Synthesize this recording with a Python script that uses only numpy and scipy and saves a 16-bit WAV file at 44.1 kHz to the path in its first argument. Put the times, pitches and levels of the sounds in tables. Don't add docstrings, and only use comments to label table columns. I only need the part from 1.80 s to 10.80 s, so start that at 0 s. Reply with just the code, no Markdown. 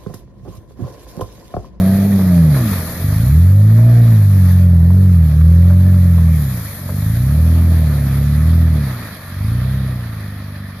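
import sys
import numpy as np
from scipy import signal
from scipy.fft import irfft
from scipy.io import wavfile
from scipy.ndimage import uniform_filter1d

SR = 44100
rng = np.random.default_rng(int(sys.argv[2]) if len(sys.argv) > 2 else 0)


def log_audio(samples):
    frames = np.atleast_2d(samples).T
    limited = np.clip(frames, -1, 1)
    pcm = np.round(limited * 32767).astype(np.int16)
    wavfile.write(sys.argv[1], SR, pcm)


N = 396900

# start_s, roar_db (exhaust), rush_db (tyres and fan), hiss_db (spray)
WASH_LEVELS = [(0.0, -27.5, -36.5, -36), (0.1, -32, -35, -36), (0.37, -31, -36, -36),
               (0.68, -34.5, -38, -39), (0.77, -31, -32.5, -33.5), (0.93, -35, -30, -30.5),
               (1.04, -34.5, -35, -32.5), (1.3, -38, -36.5, -35), (1.53, -40.5, -37.5, -36.5),
               (1.75, -39, -43, -41.5), (2.18, -36, -37.5, -42), (2.51, -40.5, -40, -39),
               (2.7, -42, -37.5, -38.5), (2.93, -39.5, -46, -48.5), (3.12, -37, -43, -44.5),
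               (3.3, -43, -43, -44), (3.8, -42, -41.5, -44.5), (4.46, -40.5, -40, -41.5),
               (4.59, -41.5, -38.5, -36.5), (4.89, -44.5, -38, -35), (5.1, -42, -42, -38.5),
               (5.29, -43, -38.5, -36), (5.61, -38.5, -39.5, -38.5), (5.8, -36.5, -37.5, -39),
               (6.17, -37, -36.5, -39), (6.57, -40.5, -36.5, -40), (6.92, -37.5, -37.5, -43.5),
               (7.07, -40.5, -34, -41), (7.57, -47, -38.5, -44.5), (7.69, -44, -37, -43.5),
               (7.95, -42, -36.5, -49.5), (8.42, -46, -39, -48), (9.0, -48.5, -41, -67)]
# freq_hz, level_db
ROAR_SPECTRUM = [(30, -11), (60, -14), (120, 9.5), (220, 20.5), (300, -3.5), (400, 2.5), (500, 2.5),
                 (620, 7), (760, -5), (950, -7.5), (1400, -29.5)]
RUSH_SPECTRUM = [(350, -38), (700, -10.5), (950, -7), (1220, 1), (1500, -6), (1800, 0.5), (2200, -9),
                 (2500, -4), (4000, -12.5), (9000, -16)]
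HISS_SPECTRUM = [(5000, -12), (7000, -3.5), (9000, 4), (10500, -7), (12000, -1.5), (14500, -6.5)]
RUMBLE_SPECTRUM = [(30, -17), (70, 9), (150, 15), (280, -2.5), (330, -34), (450, -28)]
# time_s, nearness (1 close by to 0 far down the field)
NEARNESS_CURVE = [(0, 0.84), (2.5, 0.83), (4.5, 0.82), (6.5, 0.5), (9, 0.069)]
# freq_hz, likeness (correlation, -1 to 1)
STEREO_LIKENESS = [(60, 1.0), (120, 1.0), (230, 0.99), (460, 0.95), (920, 0.89), (1810, 0.47), (3580, 0.08),
                   (7070, -0.23), (14000, 0.076)]
# start_s, level_db, pitch_hz (ring), crack_hz (sets the top of the crack band)
KNOCK_EVENTS = [(0.389, -22, 443, 1080), (0.764, -22, 455, 1230), (0.929, -23, 446, 1690),
                (1.985, -27, 570, 1215), (2.796, -38, 484, 1000), (3.101, -27, 449.8, 982),
                (3.9, -23.5, 590, 1240), (4.379, -24, 560, 902), (5.089, -25, 614, 1200),
                (5.901, -45, 670, 1718), (7.071, -28, 460, 1200), (7.128, -42, 496, 1910),
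                (7.237, -36, 1370, 1850), (7.31, -33, 1380, 1870), (8.239, -35, 684, 1800)]

# time_s, beat_hz (half the pulse rate)
BEAT_CURVE = [(0.0, 46.3), (0.17, 48.8), (0.3, 50.1), (0.45, 46.3), (0.58, 42.6), (0.7, 37.6), (0.8, 31.3),
              (0.9, 24.9), (1.0, 21.2), (1.15, 19.4), (1.25, 24.6), (1.3, 24.9), (1.4, 27.5), (1.5, 34.3),
              (1.6, 42.4), (1.7, 47.5), (1.78, 50.8), (1.88, 53.8), (2.06, 58.7), (2.15, 58.9), (2.3, 57.1),
              (2.43, 50.2), (2.53, 48.9), (2.66, 44.9), (2.8, 45.2), (2.88, 44.1), (3.01, 41.1),
              (3.18, 47.1), (3.26, 46.8), (3.41, 40.6), (3.51, 37.2), (3.61, 39.7), (3.73, 41.9),
              (3.91, 44.4), (4.09, 46.2), (4.41, 41.7), (4.54, 39.8), (4.66, 34.2), (4.84, 26.2),
              (4.99, 22.9), (5.11, 23.1), (5.31, 27.7), (5.41, 30.7), (5.6, 39.8), (5.68, 40.5),
              (5.86, 41.8), (5.97, 40.6), (6.14, 35.7), (6.31, 33.9), (6.52, 36.2), (6.69, 40.4),
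              (6.77, 41.3), (6.92, 39.4), (7.09, 32.4), (7.19, 28.5), (7.39, 23.4), (7.5, 22.3),
              (7.6, 24.6), (7.72, 29.1), (7.84, 31.9), (7.97, 33.1), (8.1, 32.0), (8.32, 27.6),
              (8.45, 25.3), (8.87, 24.5), (9.0, 23.7)]
# time_s, level_db (pulse tone before the pipe)
LOAD_CURVE = [(0, -14.5), (.4, -15.5), (.66, -10.5), (.85, -16.5), (.98, -15), (1.12, -23), (1.19, -15),
              (1.252, -3.5), (1.55, -1.7), (2.1, -3), (2.5, -3.5), (3.4, -3), (3.52, -5.5), (3.65, -1.5),
              (4.5, -5), (4.699, -10.5), (4.85, -16.5), (4.98, -22), (5.12, -9), (5.3, -4.5), (5.9, -5),
              (6.25, -7.5), (6.8, -4), (7, -7), (7.2, -18.5), (7.38, -28), (7.5, -20.5), (7.62, -6),
              (7.75, -6.5), (8, -9), (8.3, -15), (8.87, -17.5), (9, -24)]
# level_db, wheelspin_change_db, boom_change_db (at full boom)
ORDER_LEVELS = [(-16.5, 4, 9.5), (0.5, 2.5, -1), (-11, -12, -7), (-8, 9.5, -4.5), (-26, -5, -2.8),
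                (-17, 2, -5.5), (-32.5, -9, 10), (-22, 11, -7), (-34.5, -2, -2), (-24, 8, -4),
                (-32, -5, -3), (-30.5, -10, -10), (-36, -6, -5), (-35.5, 1.5, -8.5), (-31, 4, -9)]
# multiple (of the beat), level_db (relative)
LIMP_LEVELS = [(8 / 3, 0.5), (10 / 3, 0), (14 / 3, -10), (16 / 3, -16)]
# middle_s, half_length_s, multiple (of the beat), level_db
SINGING_ORDERS = [(.05, 0.12, 14, -32.5), (.1, 0.092, 12, -46), (.25, 0.26, 8, -36.5),
                  (.55, 0.091, 14, -33.5), (.62, 0.1, 6, -25), (.88, 0.058, 8, -19.5),
                  (.84, 0.054, 11, -29), (0.933, .06, 7, -32), (1.367, 0.087, 6, -19.5),
                  (1.786, 0.059, 11, -41), (2.086, .15, 11, -36.5), (2.0, 0.38, 6, -42),
                  (2.19, 0.058, 8, -37.5), (2.102, 0.18, 5, -34), (2.9, .1, 6, -42), (4.1, .2, 5, -32.5),
                  (2.2, .12, 10, -44), (2.148, 0.17, 12, -43.5), (2.86, 0.056, 13, -38.5),
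                  (2.95, .1, 7, -43), (3.182, 0.095, 9, -44), (3.2, 0.13, 7, -41), (4.0, 0.37, 13, -41.5),
                  (3.983, 0.36, 7, -39.5), (4.5, .12, 5, -28), (5.2, .1, 8, -29.5), (5.25, .12, 6, -27),
                  (5.7, 0.24, 6, -29), (5.8, 0.35, 5, -28), (6.4, .3, 6, -31), (6.75, 0.28, 5, -30),
                  (7.95, .15, 6, -27.5), (8.6, 0.26, 6, -36), (5.8, 0.23, 8, -38), (6.25, 0.22, 7, -36),
                  (6.8, 0.23, 8, -40), (8.7, .3, 8, -44)]
# freq_hz, level_db
PIPE_RESPONSE = [(35.0, -40.5), (50.0, -29.5), (65.0, -16.0), (80.0, -5.5), (100.0, -5), (130.0, -1.35),
                 (165.0, 1), (190.0, -1.5), (220.0, -3.5), (270.0, -10.5), (320.0, -16.5), (380.0, -31),
                 (470.0, -23), (540.0, -45.5), (585.0, -16.5), (640.0, -20.5), (720.0, -23), (900.0, -25)]
# (about 100 Hz, before coasting)
TILT_CURVE = [(0.0, 2.5), (0.8, 2), (1.3, -0.3), (2.0, -3.5), (3.0, -1.1), (4.0, -2.15), (5.0, -0.1),
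              (5.8, -1.2), (6.4, -0.6), (7.0, 1.6), (7.7, -2), (9.0, 2.8)]
# time_s, centre_hz
DIP_CURVE = [(1.7, 192), (2.4, 197), (2.8, 242), (3.3, 241), (4, 267), (4.35, 267), (5.5, 176), (5.85, 167),
             (6.2, 188), (6.85, 167.4), (9, 158)]

# freq_hz, level_db
LEFT_PORT = [(2300, 0.5), (2850, -9), (3400, -1.5), (4300, 1.5), (5000, -1.5), (5600, -18), (6200, -28),
             (7000, -10), (8300, -25), (9300, -5), (10500, 8.5), (12000, 5.5), (13500, 4.5), (14500, 1)]
RIGHT_PORT = [(300, 1.5), (1200, 1), (2300, 3), (2700, -11.5), (2870, -13), (3200, 0), (4200, 6.5),
              (6000, -0.5), (7300, -5), (8300, -24), (9000, -12), (10300, 3.5), (12000, -0.5),
              (14500, -1.5)]

FAR_RUMBLE_DB, NEAR_RUMBLE_BOOST_DB = -45, 6
FULL_BOOM_DB, LIMP_DB = -7, -32.5
GRIP_START_S, GRIP_END_S = 0.93, 1.2
DIP_DB, DIP_WIDTH_HZ = -7, 21.4
COAST_TILT = 0.064
EDGE_HZ = 14560
FRAME, HOP = 512, 128


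def gain_of(db):
    return 10 ** (np.asarray(db) / 20)


def evened(x):
    return x / np.sqrt(np.mean(x ** 2) + 1e-20)


def read(points, hz):
    f, value = np.transpose(points)
    return np.interp(np.log(hz + 1), np.log(f + 1), value)


def played(table, t):
    columns = np.transpose(table)
    return np.array([np.interp(t, columns[0], column) for column in columns])


def drift(seconds):
    span = max(round(seconds * SR), 2)
    once = uniform_filter1d(rng.standard_normal(N), span)
    return evened(uniform_filter1d(once, span))


def engine_turns():
    beat = played(BEAT_CURVE, np.arange(N) / SR)[1]
    return beat, 2 * np.pi * np.cumsum(beat) / SR


def noise_power(hz, frame_s, near):
    _, roar_db, rush_db, hiss_db = played(WASH_LEVELS, frame_s)
    rumble_db = FAR_RUMBLE_DB + NEAR_RUMBLE_BOOST_DB * near
    layers = [(ROAR_SPECTRUM, 400, 850, roar_db), (RUSH_SPECTRUM, 1000, 5000, rush_db),
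              (HISS_SPECTRUM, 9000, 14500, hiss_db), (RUMBLE_SPECTRUM, 30, 450, rumble_db)]
    power = 0
    for spectrum, low_hz, high_hz, level_db in layers:
        shape = gain_of(2 * read(spectrum, hz))
        band = (hz > low_hz) & (hz < high_hz)
        power = power + np.outer(shape / shape[band].sum(), gain_of(2 * level_db))
    return power


def spray_fizz_db(hz, near):
    frames = len(near)
    fizz_db = 8 * np.outer(np.exp(-((hz - 12100) / 900) ** 2), near - .5)
    fizz_db += 6 * np.outer(np.exp(-((hz - 6500) / 1500) ** 2), near - .5)
    clods = rng.exponential(1, frames) * (rng.random(frames) < .1)
    splats = uniform_filter1d(clods, 4)
    return fizz_db + 4 * np.outer(np.exp(-(np.log(hz / 1800 + 1e-3) / 0.68) ** 2), splats)


def wash(turns):
    frames, hz = N // HOP + 5, np.fft.rfftfreq(FRAME, 1 / SR)
    frame_s = np.arange(frames) * HOP / SR
    near = played(NEARNESS_CURVE, frame_s)[1]
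    a, b, c, d, patches = rng.standard_normal((frames, len(hz), 5)).T
    patches = uniform_filter1d(patches, 20, 1)
    patches = evened(uniform_filter1d(patches, 6, 0))
    flicker = evened(uniform_filter1d(rng.standard_normal(frames), 14))

    same = np.clip(read(STEREO_LIKENESS, hz), -1, 1)[:, None]
    left, other = a + 1j * b, c + 1j * d
    spectra = np.array([left, same * left + np.sqrt(1 - same ** 2) * other])
    colour_db = spray_fizz_db(hz, near) + 1.33 * patches + 0.64 * flicker - 0.5
    spectra *= np.sqrt(noise_power(hz, frame_s, near)) * gain_of(colour_db)
    noise = signal.istft(spectra, nperseg=FRAME, noverlap=FRAME - HOP)[1][:, :N]
    return noise * (1 + 0.06 * np.cos(2 * turns))


def knocks():
    length = 2000
    out, t = np.zeros(N + length), np.arange(length) / SR
    noises = rng.standard_normal((len(KNOCK_EVENTS), length))
    for (start_s, level_db, pitch_hz, crack_hz), noise in zip(KNOCK_EVENTS, noises):
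        band = signal.butter(N=2, Wn=[350, 1.07 * crack_hz], btype="band", fs=SR)
        crack = evened(signal.lfilter(*band, noise))
        ring = np.sin(2 * np.pi * pitch_hz * t)
        blow = 0.6 * crack + 0.6 * ring + 0.14 * noise
        fade = gain_of(level_db - 60 * t / .07)
        attack = np.minimum(t / .003, 1)
        out[round(start_s * SR):][:length] += fade * blow * attack
    return out[:N]


def order_levels(beat):
    t = np.arange(N) / SR
    load_db, tilt, dip_hz = (played(table, t)[1] for table in (LOAD_CURVE, TILT_CURVE, DIP_CURVE))
    spin = np.interp(t, (GRIP_START_S, GRIP_END_S), (1, 0))

    def piped(hz):
        tilt_db = (tilt - COAST_TILT * load_db) * np.log2(hz / 100)
        notch_db = DIP_DB * (1 - spin) * np.exp(-((hz - dip_hz) / DIP_WIDTH_HZ) ** 2)
        return load_db + read(PIPE_RESPONSE, hz) + tilt_db + notch_db

    boom = gain_of(piped(2 * beat) - FULL_BOOM_DB)
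    tones = []
    for k, (db, spin_db, boom_db) in enumerate(ORDER_LEVELS, start=1):
        tones.append((k, piped(k * beat) + db + spin_db * spin + boom_db * boom))
    for k, db in LIMP_LEVELS:
        tones.append((k, LIMP_DB + db - 40 * (1 - spin)))
    for middle_s, half_s, k, db in SINGING_ORDERS:
        order, steady_db = tones[round(k) - 1]
        swell_db = db - 6 * ((t - middle_s) / half_s) ** 2
        tones[order - 1] = order, np.maximum(steady_db, swell_db)
    return tones


def exhaust(beat, turns):
    slip = .006 * drift(.015)
    out = np.zeros(N)
    for k, db in order_levels(beat):
        rising_lag = 2 * np.arctan((k * beat - 70) / 40)
        lag = rising_lag - .9 * (k % 2)
        waver = 1 + .014 * min(k, 8) * drift(.02)
        out -= np.sqrt(2) * gain_of(db) * waver * np.cos(k * (turns + slip) - lag)
    return out


def scene():
    beat, turns = engine_turns()
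    boom = exhaust(beat, turns) * gain_of([[-.2], [-.7]])
    return wash(turns) + knocks() + boom


def record(dry):
    hz = np.fft.rfftfreq(1024, 1 / SR)
    responses = gain_of([read(LEFT_PORT, hz), read(RIGHT_PORT, hz)])
    ports = np.roll(irfft(responses), 512, 1) * np.hanning(1025)[:-1]
    heard = signal.oaconvolve(dry, ports, axes=1)[:, 512:512 + N]
    heard = heard / (1 + abs(heard / .99) ** 6) ** (1 / 6)
    low_pass = signal.firwin(1023, EDGE_HZ, window=("kaiser", 9), fs=SR)
    return signal.oaconvolve(heard, low_pass[None], "same")


dry = scene()
out = record(dry)
log_audio(out)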